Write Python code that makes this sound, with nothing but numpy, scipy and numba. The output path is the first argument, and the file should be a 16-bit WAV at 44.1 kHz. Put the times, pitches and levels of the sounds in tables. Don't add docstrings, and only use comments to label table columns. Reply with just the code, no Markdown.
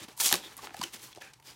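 import sys
import numpy as np
from scipy import signal
from scipy.fft import rfft, irfft
from scipy.io import wavfile
from scipy.ndimage import uniform_filter1d
from numba import njit

SR = 44100
rng = np.random.default_rng(int(sys.argv[2]) if len(sys.argv) > 2 else 0)


def file_out(sig):
    cols = np.atleast_2d(sig).T
    lim = np.clip(cols, -1, 1)
    pcm = np.round(lim * 32767).astype(np.int16)
    wavfile.write(sys.argv[1], SR, pcm)


def rack_gain(trim_db):
    fader = np.asarray(trim_db, float)
    return 10 ** (fader / 20)


N = 68355

# [f/Hz, level per Hz/dB]
AIR_SPECTRUM = [(18, -18), (30, 0.5), (199, -11), (632, -19), (889, -2), (3980, -77), (5450, -27),
                (14000, -32), (16000, -44)]
# [loudest moment t/s, rise/s, fall/s, level/dB, centre f/Hz]
SLIDES = [(.0, 0.014, 0.066, -44, 3430), (0.041, 0.032, 0.016, -42.5, 4500),
          (.09, 0.015, 0.087, -48.5, 3380), (.385, 0.053, 0.049, -45.5, 497),
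          (0.447, 0.028, 0.13, -45, 3620), (0.523, 0.013, 0.033, -50, 1800), (.53, .02, .03, -54, 9000),
          (.59, 0.035, 0.043, -47.5, 3360), (0.646, 0.038, 0.046, -40, 3450), (.645, .03, .07, -50, 400),
          (.66, .03, .03, -50, 10000), (.725, 0.037, 0.034, -59, 1500), (.775, 0.0082, 0.092, -50, 2460),
          (0.837, 0.0072, 0.0037, -29.5, 4540), (.865, 0.03, 0.08, -50, 5000),
          (.85, 0.14, 0.074, -45, 3730), (0.942, 0.019, 0.023, -37.5, 6200),
          (0.961, 0.0091, 0.024, -43, 5000), (1.002, 0.03, 0.027, -50, 4860),
          (1.046, 0.042, 0.068, -43, 7500), (1.088, 0.026, 0.033, -53, 4500),
          (1.12, .02, 0.018, -52.5, 4000), (1.165, 0.02, 0.066, -54, 3700),
          (1.222, 0.018, 0.008, -42, 3000), (1.25, 0.056, 0.1, -49.5, 2750),
          (1.359, 0.011, 0.075, -64, 3020), (1.474, 0.038, 0.044, -47, 5500),
          (1.505, 0.041, 0.076, -49, 4300)]
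# [middle t/s, half length/s, level/dB, f/Hz]
SINGING_FLAPS = [(.008, .015, -57.5, 3380), (0.031, .015, -58.5, 3720), (.255, .03, -37, 3330),
                 (0.45, .03, -49.5, 3550), (0.8384, .005, -35, 3017), (1.132, .003, -51.5, 3400),
                 (0.86, 0.025, -54, 2800), (1.084, 0.011, -58, 1028), (1.263, 0.042, -59.5, 1670),
                 (1.257, 0.05, -57, 2446), (1.493, 0.039, -57, 4930)]
# [t/s, peak level/dB, f/Hz, ring T60/s, push length/s]
PANEL_KNOCKS = [(0.013, -48, 118, 0.04, 0.0059), (0.019, -44, 314, 0.024, 0.016),
                (0.042, -45, 207, 0.024, 0.0045), (0.083, -45, 263, 0.023, 0.004),
                (.09, -48, 463, .02, .008), (0.178, -41.5, 930, .012, 0.0021),
                (0.2129, -34.5, 1753, 0.022, 0.0077), (0.214, -31.5, 920, 0.014, 0.0023),
                (.3155, -35.5, 810, 0.036, 0.0013), (.321, -34, 810, 0.011, 0.00087),
                (0.3268, -20, 1798, 0.011, 0.0023), (.3282, -26, 837, 0.021, 0.0022),
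                (0.329, -33, 320, 0.032, .004), (0.34, -34, 368, 0.05, 0.0054),
                (.355, -37.5, 508, 0.028, 0.0035), (0.333, -42.5, 185.5, 0.11, 0.019),
                (0.3428, -31.5, 1102, 0.026, 0.006), (0.457, -44, 327, 0.027, .008),
                (.58, -50, 755, 0.026, 0.0052), (0.586, -41.5, 1114, 0.03, 0.0083),
                (.628, -44, 410, 0.028, 0.0082), (.636, -36.5, 877, 0.018, 0.0068),
                (.646, -44.5, 393, 0.025, .012), (.6715, -47, 860, 0.012, 0.0037),
                (.678, -48, 372, 0.022, 0.0051), (.708, -47, 800, 0.012, .002),
                (.711, -49, 280, 0.023, 0.0046), (0.7427, -28, 780, 0.01, 0.0062),
                (0.743, -39.5, 1720, 0.011, .003), (.769, -44, 855, 0.02, 0.0058),
                (0.7962, -37.5, 233, 0.023, 0.0022), (0.8134, -24, 1010, 0.016, 0.0048),
                (0.815, -46, 158, 0.049, 0.019), (0.8277, -39, 1128, 0.027, 0.0042),
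                (0.841, -43.5, 346, 0.064, 0.015), (1.163, -50, 397, 0.014, 0.0037),
                (1.172, -45, 366, 0.026, .004), (1.1725, -44, 760, .01, 0.0022),
                (1.175, -47.5, 560, 0.015, 0.0018), (1.181, -42.5, 723, 0.015, 0.0037),
                (1.2162, -42, 1714, 0.025, 0.0055)]
# [frequency ratio, level/dB]
PANEL_PARTNERS = [(1, 0), (1.11, -11), (.8, -14), (1.6, -13)]
# [t/s, peak level/dB, centre f/Hz, spread/octaves, length/s]
CREASE_SNAPS = [(.0825, -39, 3870, 1.7, 0.004), (.127, -46, 6000, 0.89, 0.0018),
                (.1375, -57, 6000, .6, 0.00092), (.5673, -35.5, 12600, .45, 0.0024),
                (.576, -36.5, 10100, 0.15, 0.0037), (.6705, -29, 1450, 0.86, 0.002),
                (.694, -36, 1600, 0.89, 0.00094), (.7055, -37, 1360, 1.17, 0.0025),
                (.7155, -52.5, 2800, 1.1, 0.0026), (.7385, -45, 4000, 1.5, 0.0027),
                (.7428, -36, 4200, 1.2, 0.0022), (.7675, -34, 5500, 1.1, 0.0015),
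                (.7913, -33.5, 5440, 0.64, 0.0014), (.8132, -30, 4500, 0.7, 0.0034),
                (.8158, -23, 5200, 0.34, 0.00087), (.8285, -24.5, 5030, 0.72, .002),
                (.837, -23, 6000, 0.45, 0.0025), (1.1278, -39, 3800, 0.51, .0015),
                (1.149, -42, 5200, 1.1, 0.0017), (1.1595, -41, 5000, 0.52, 0.0021),
                (1.172, -46, 5500, 0.43, 0.0022), (1.183, -47.5, 5000, .8, 0.0016),
                (1.334, -43, 4750, 1, 0.0052), (1.3985, -49, 3500, 2, 0.003),
                (1.4245, -49, 3000, 2.2, 0.003)]
# [t/s, peak level/dB, centre f/Hz, spread/octaves, length/s]
TEAR_SNAPS = [(.1755, -33.5, 10000, 1.2, 0.002), (.192, -30, 9800, 0.4, .0007),
              (.2007, -15, 4500, 1.1, .001), (.2045, -21, 5000, 1.2, .002),
              (.2105, -15.5, 8100, 0.9, 0.0023), (.261, -13, 7000, 0.88, 0.0027),
              (.2685, -30, 4500, 1, .0015), (.2597, -11.5, 8050, 0.35, 0.00038),
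              (.2722, -13.5, 8500, 0.54, 0.00046), (.2815, -19, 7400, 0.51, 0.0019),
              (.290, -13.5, 5950, 0.2, 0.00059), (.293, -20, 6100, 0.77, 0.0016),
              (.3028, -18.5, 6540, 1.1, 0.00056), (.3087, -20, 6070, 0.45, 0.0011),
              (.3106, -26, 7500, .4, 0.0015), (.3143, -15, 2800, .9, .0005),
              (.3193, -19.5, 5500, 0.88, 0.00091), (.3262, -2.5, 4960, 0.6, 0.00035),
              (.3263, -4, 10700, 0.2, 0.00038), (.3372, -21, 6000, 0.7, 0.0011),
              (.3398, -12.5, 4420, 1.46, 0.0013), (.3413, -14.5, 3500, 1.57, 0.00076),
              (.3545, -16, 4000, 1, 0.001), (.364, -27.5, 6940, 1.2, 0.0015)]
# [t/s, level/dB, centre of fibre pitch f/Hz]
TEAR_EFFORT = [
    (.165, -58.5, 6950),
    (0.197, -39.5, 8300),
    (0.204, -24.5, 6040),
    (0.222, -32, 7300),
    (0.264, -24.5, 6040),
    (.282, -26, 6460),
    (0.285, -36, 5930),
    (0.343, -33.5, 4630),
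    (.39, -52, 4050),
]

AIR_DB, HUM_DB, HUM_HZ, HUM_WIDTH_HZ = -66, -68.5, 122.7, 42
SLIDE_OCTAVES, SLIDE_CYCLES, SLIDE_SCATTER_DB, SLIDE_PATCHY_DB = 1.6, 4.51, 1, 1.3
SLIDE_BODY_DB, SLIDE_BODY_HZ = -9, 334
SING_CYCLES, SING_SPREAD = 13.5, 0.029
SNAP_CYCLES, SNAP_SCATTER_DB = 2.5, 2.5
TEAR_OCTAVES, TEAR_CYCLES, TEAR_SCATTER_DB, TEAR_PATCHY_DB = 0.75, 3.83, 2.8, 1.2
TEAR_AIR_DB, TEAR_AIR_HZ, TEAR_BODY_DB, TEAR_BODY_HZ = -4.5, 11400, -16, 1130
TEAR_LOW_HZ, CARD_LOW_HZ = 156, 72.4
ROOM_T60_S, ROOM_DB, ROOM_LOW_HZ, ROOM_TOP_HZ = 0.24, -13.5, 437, 9000
PANEL_ROOM_DB = -7
MIC_LOW_HZ, MIC_TOP_HZ = 48, 15900


@njit
def ring(n, start, turn, fade, size):
    y = np.zeros(n)
    for k in range(len(start)):
        step = np.exp(-fade[k] + 1j * turn[k])
        swing = 1.5 * size[k] + 0j
        attack_step = np.exp(-turn[k] / 1.5)
        attack = 1.
        for i in range(max(start[k], 0), min(n, start[k] + int(6 / fade[k]))):
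            y[i] += swing.imag * (1 - attack)
            swing *= step
            attack *= attack_step
    return y


def grains(t, hz, cycles, size):
    t, hz, cycles, size = (np.ravel(v) * 1. for v in np.broadcast_arrays(t, hz, cycles, size))
    start = (t * SR).astype(np.int64)
    fade = np.log(1000) * hz / (3 * cycles * SR)
    return ring(N, start, 2 * np.pi * hz / SR, fade, size)


def chance(count, scatter_db):
    place, pitch, sign, luck = rng.random((count, 4)).T
    hz = 150 * 115 ** pitch
    scatter = rack_gain(-scatter_db * np.log(1 - .985 * luck))
    return place, hz, np.sign(sign - .5) * scatter * np.sqrt(hz / 4000)


def hump(hz, centre_hz, octaves):
    return np.exp(-(np.log2(hz / centre_hz) / octaves) ** 2 / 2)


def band(x, hz, width_hz):
    return signal.lfilter(*signal.iirpeak(hz, hz / width_hz, fs=SR), x)


def low_cut(x, hz, order=2):
    return signal.sosfilt(signal.butter(order, hz, "high", fs=SR, output="sos"), x)


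def walk(rate):
    hold = int(SR / rate)
    levels = np.repeat(rng.standard_normal(N // hold + 1), hold)
    return 0.93 * uniform_filter1d(levels, hold)[:N]


def room_floor():
    f = np.fft.rfftfreq(N, 1 / SR) + 1
    hz, db = np.array(AIR_SPECTRUM).T
    colour = rack_gain(np.interp(np.log(f), np.log(hz), db))
    air = irfft(rfft(rng.standard_normal(N)) * colour, N)
    hum = band(band(rng.standard_normal(N), HUM_HZ, HUM_WIDTH_HZ), HUM_HZ, HUM_WIDTH_HZ)
    return rack_gain(AIR_DB + 2 * walk(2.5)) * air / air.std() + rack_gain(HUM_DB) * hum / hum.std()


def room_tail(sent):
    t = np.arange(SR // 2) / SR
    noise = signal.lfilter(*signal.butter(1, ROOM_TOP_HZ, fs=SR), rng.standard_normal(len(t)))
    tail = low_cut(noise, ROOM_LOW_HZ) * rack_gain(-60 * t / ROOM_T60_S)
    tail = tail * (t > .004)
    return rack_gain(ROOM_DB) * signal.fftconvolve(sent, tail / np.sqrt(np.sum(tail ** 2)))[:N]


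def slides():
    place, hz, size = chance(count=30000, scatter_db=SLIDE_SCATTER_DB)
    t = place * N / SR
    body = rack_gain(SLIDE_BODY_DB) * hump(hz, SLIDE_BODY_HZ, 0.51)
    power = 0
    for peak, rise, fall, db, centre in SLIDES:
        swelling = np.exp(-2 * ((peak - t) / rise) ** 2)
        fading = np.exp(-2 * (np.abs(t - peak) / fall) ** 1.12)
        swell = np.where(t < peak, swelling, fading)
        power = power + (rack_gain(db) * swell * (hump(hz, centre, SLIDE_OCTAVES) + body)) ** 2
    size = .5 * size / np.sqrt(np.mean(size ** 2)) * np.sqrt(power)
    return grains(t, hz, SLIDE_CYCLES, size) * rack_gain(SLIDE_PATCHY_DB * walk(82.0))


def singing_flaps():
    middle, half, db, hz = np.array(SINGING_FLAPS).T[:, :, None]
    place, detune, push = np.moveaxis(rng.standard_normal((len(SINGING_FLAPS), 150, 3)), 2, 0)
    size = rack_gain(db) * push * np.sqrt(half * hz / 300)
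    return grains(middle + 0.44 * half * place, hz * (1 + SING_SPREAD * detune), SING_CYCLES, size)


def panel_knocks():
    s, db, hz, t60, push = np.array(PANEL_KNOCKS).T[:, :, None, None]
    ratio, partner_db = np.array(PANEL_PARTNERS).T[:, None, :, None]
    pushes = 5
    u = rng.random((len(PANEL_KNOCKS), len(PANEL_PARTNERS), pushes, 2))
    mode_hz = hz * ratio
    late = (np.arange(pushes) + u[..., 0]) / pushes * push
    late = np.round(late * mode_hz) / mode_hz
    detuned = mode_hz * (1 + .025 * (u[..., 1] - .5))
    return grains(s + late, detuned, t60 * hz / 3, rack_gain(db + partner_db - 12 + 3 * u[..., 1]))


def snaps(rows):
    s, db, centre, octaves, length = np.array(rows).T[:, :, None]
    drawn = chance(count=200 * len(rows), scatter_db=SNAP_SCATTER_DB)
    place, hz, size = (v.reshape(len(rows), -1) for v in drawn)
    size = size * np.sqrt(place) * rack_gain(-24 * place) * hump(hz, centre, octaves)
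    energy = np.sum(size ** 2 / hz, axis=1, keepdims=True)
    size = size / np.sqrt(energy / (length + 1 / centre))
    return grains(s + 2 * length * place, hz, SNAP_CYCLES, .7 * rack_gain(db) * size)


def tearing_fibres():
    s, db, centre = np.array(TEAR_EFFORT).T
    place, hz, size = chance(count=16000, scatter_db=TEAR_SCATTER_DB)
    t = s[0] + place * (s[-1] - s[0])
    colour = hump(hz, np.interp(t, s, centre), TEAR_OCTAVES)
    colour = colour + rack_gain(TEAR_AIR_DB) * hump(hz, TEAR_AIR_HZ, 1 / 2)
    colour = colour + rack_gain(TEAR_BODY_DB) * hump(hz, TEAR_BODY_HZ, 0.74)
    size = size * colour / np.sqrt(np.mean(size ** 2))
    crackle = grains(t, hz, TEAR_CYCLES, .5 * size * rack_gain(np.interp(t, s, db)))
    return crackle * rack_gain(TEAR_PATCHY_DB * walk(150.0))


def scene():
    tear = low_cut(tearing_fibres() + snaps(TEAR_SNAPS) + snaps(CREASE_SNAPS), TEAR_LOW_HZ)
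    rustle = low_cut(tear + slides(), CARD_LOW_HZ)
    panels = low_cut(singing_flaps() + panel_knocks(), CARD_LOW_HZ)
    wet = room_tail(rustle + rack_gain(PANEL_ROOM_DB) * panels)
    return (rustle + panels + wet + room_floor())[None]


def low_pass(x):
    return signal.sosfilt(signal.butter(12, 16480, fs=SR, output="sos"), x)


def record(dry):
    topped = signal.sosfilt(signal.ellip(8, .3, 45, MIC_TOP_HZ, fs=SR, output="sos"), dry)
    mix = low_cut(topped, MIC_LOW_HZ, order=4)
    return low_pass(mix)


dry = scene()
out = record(dry)
file_out(out)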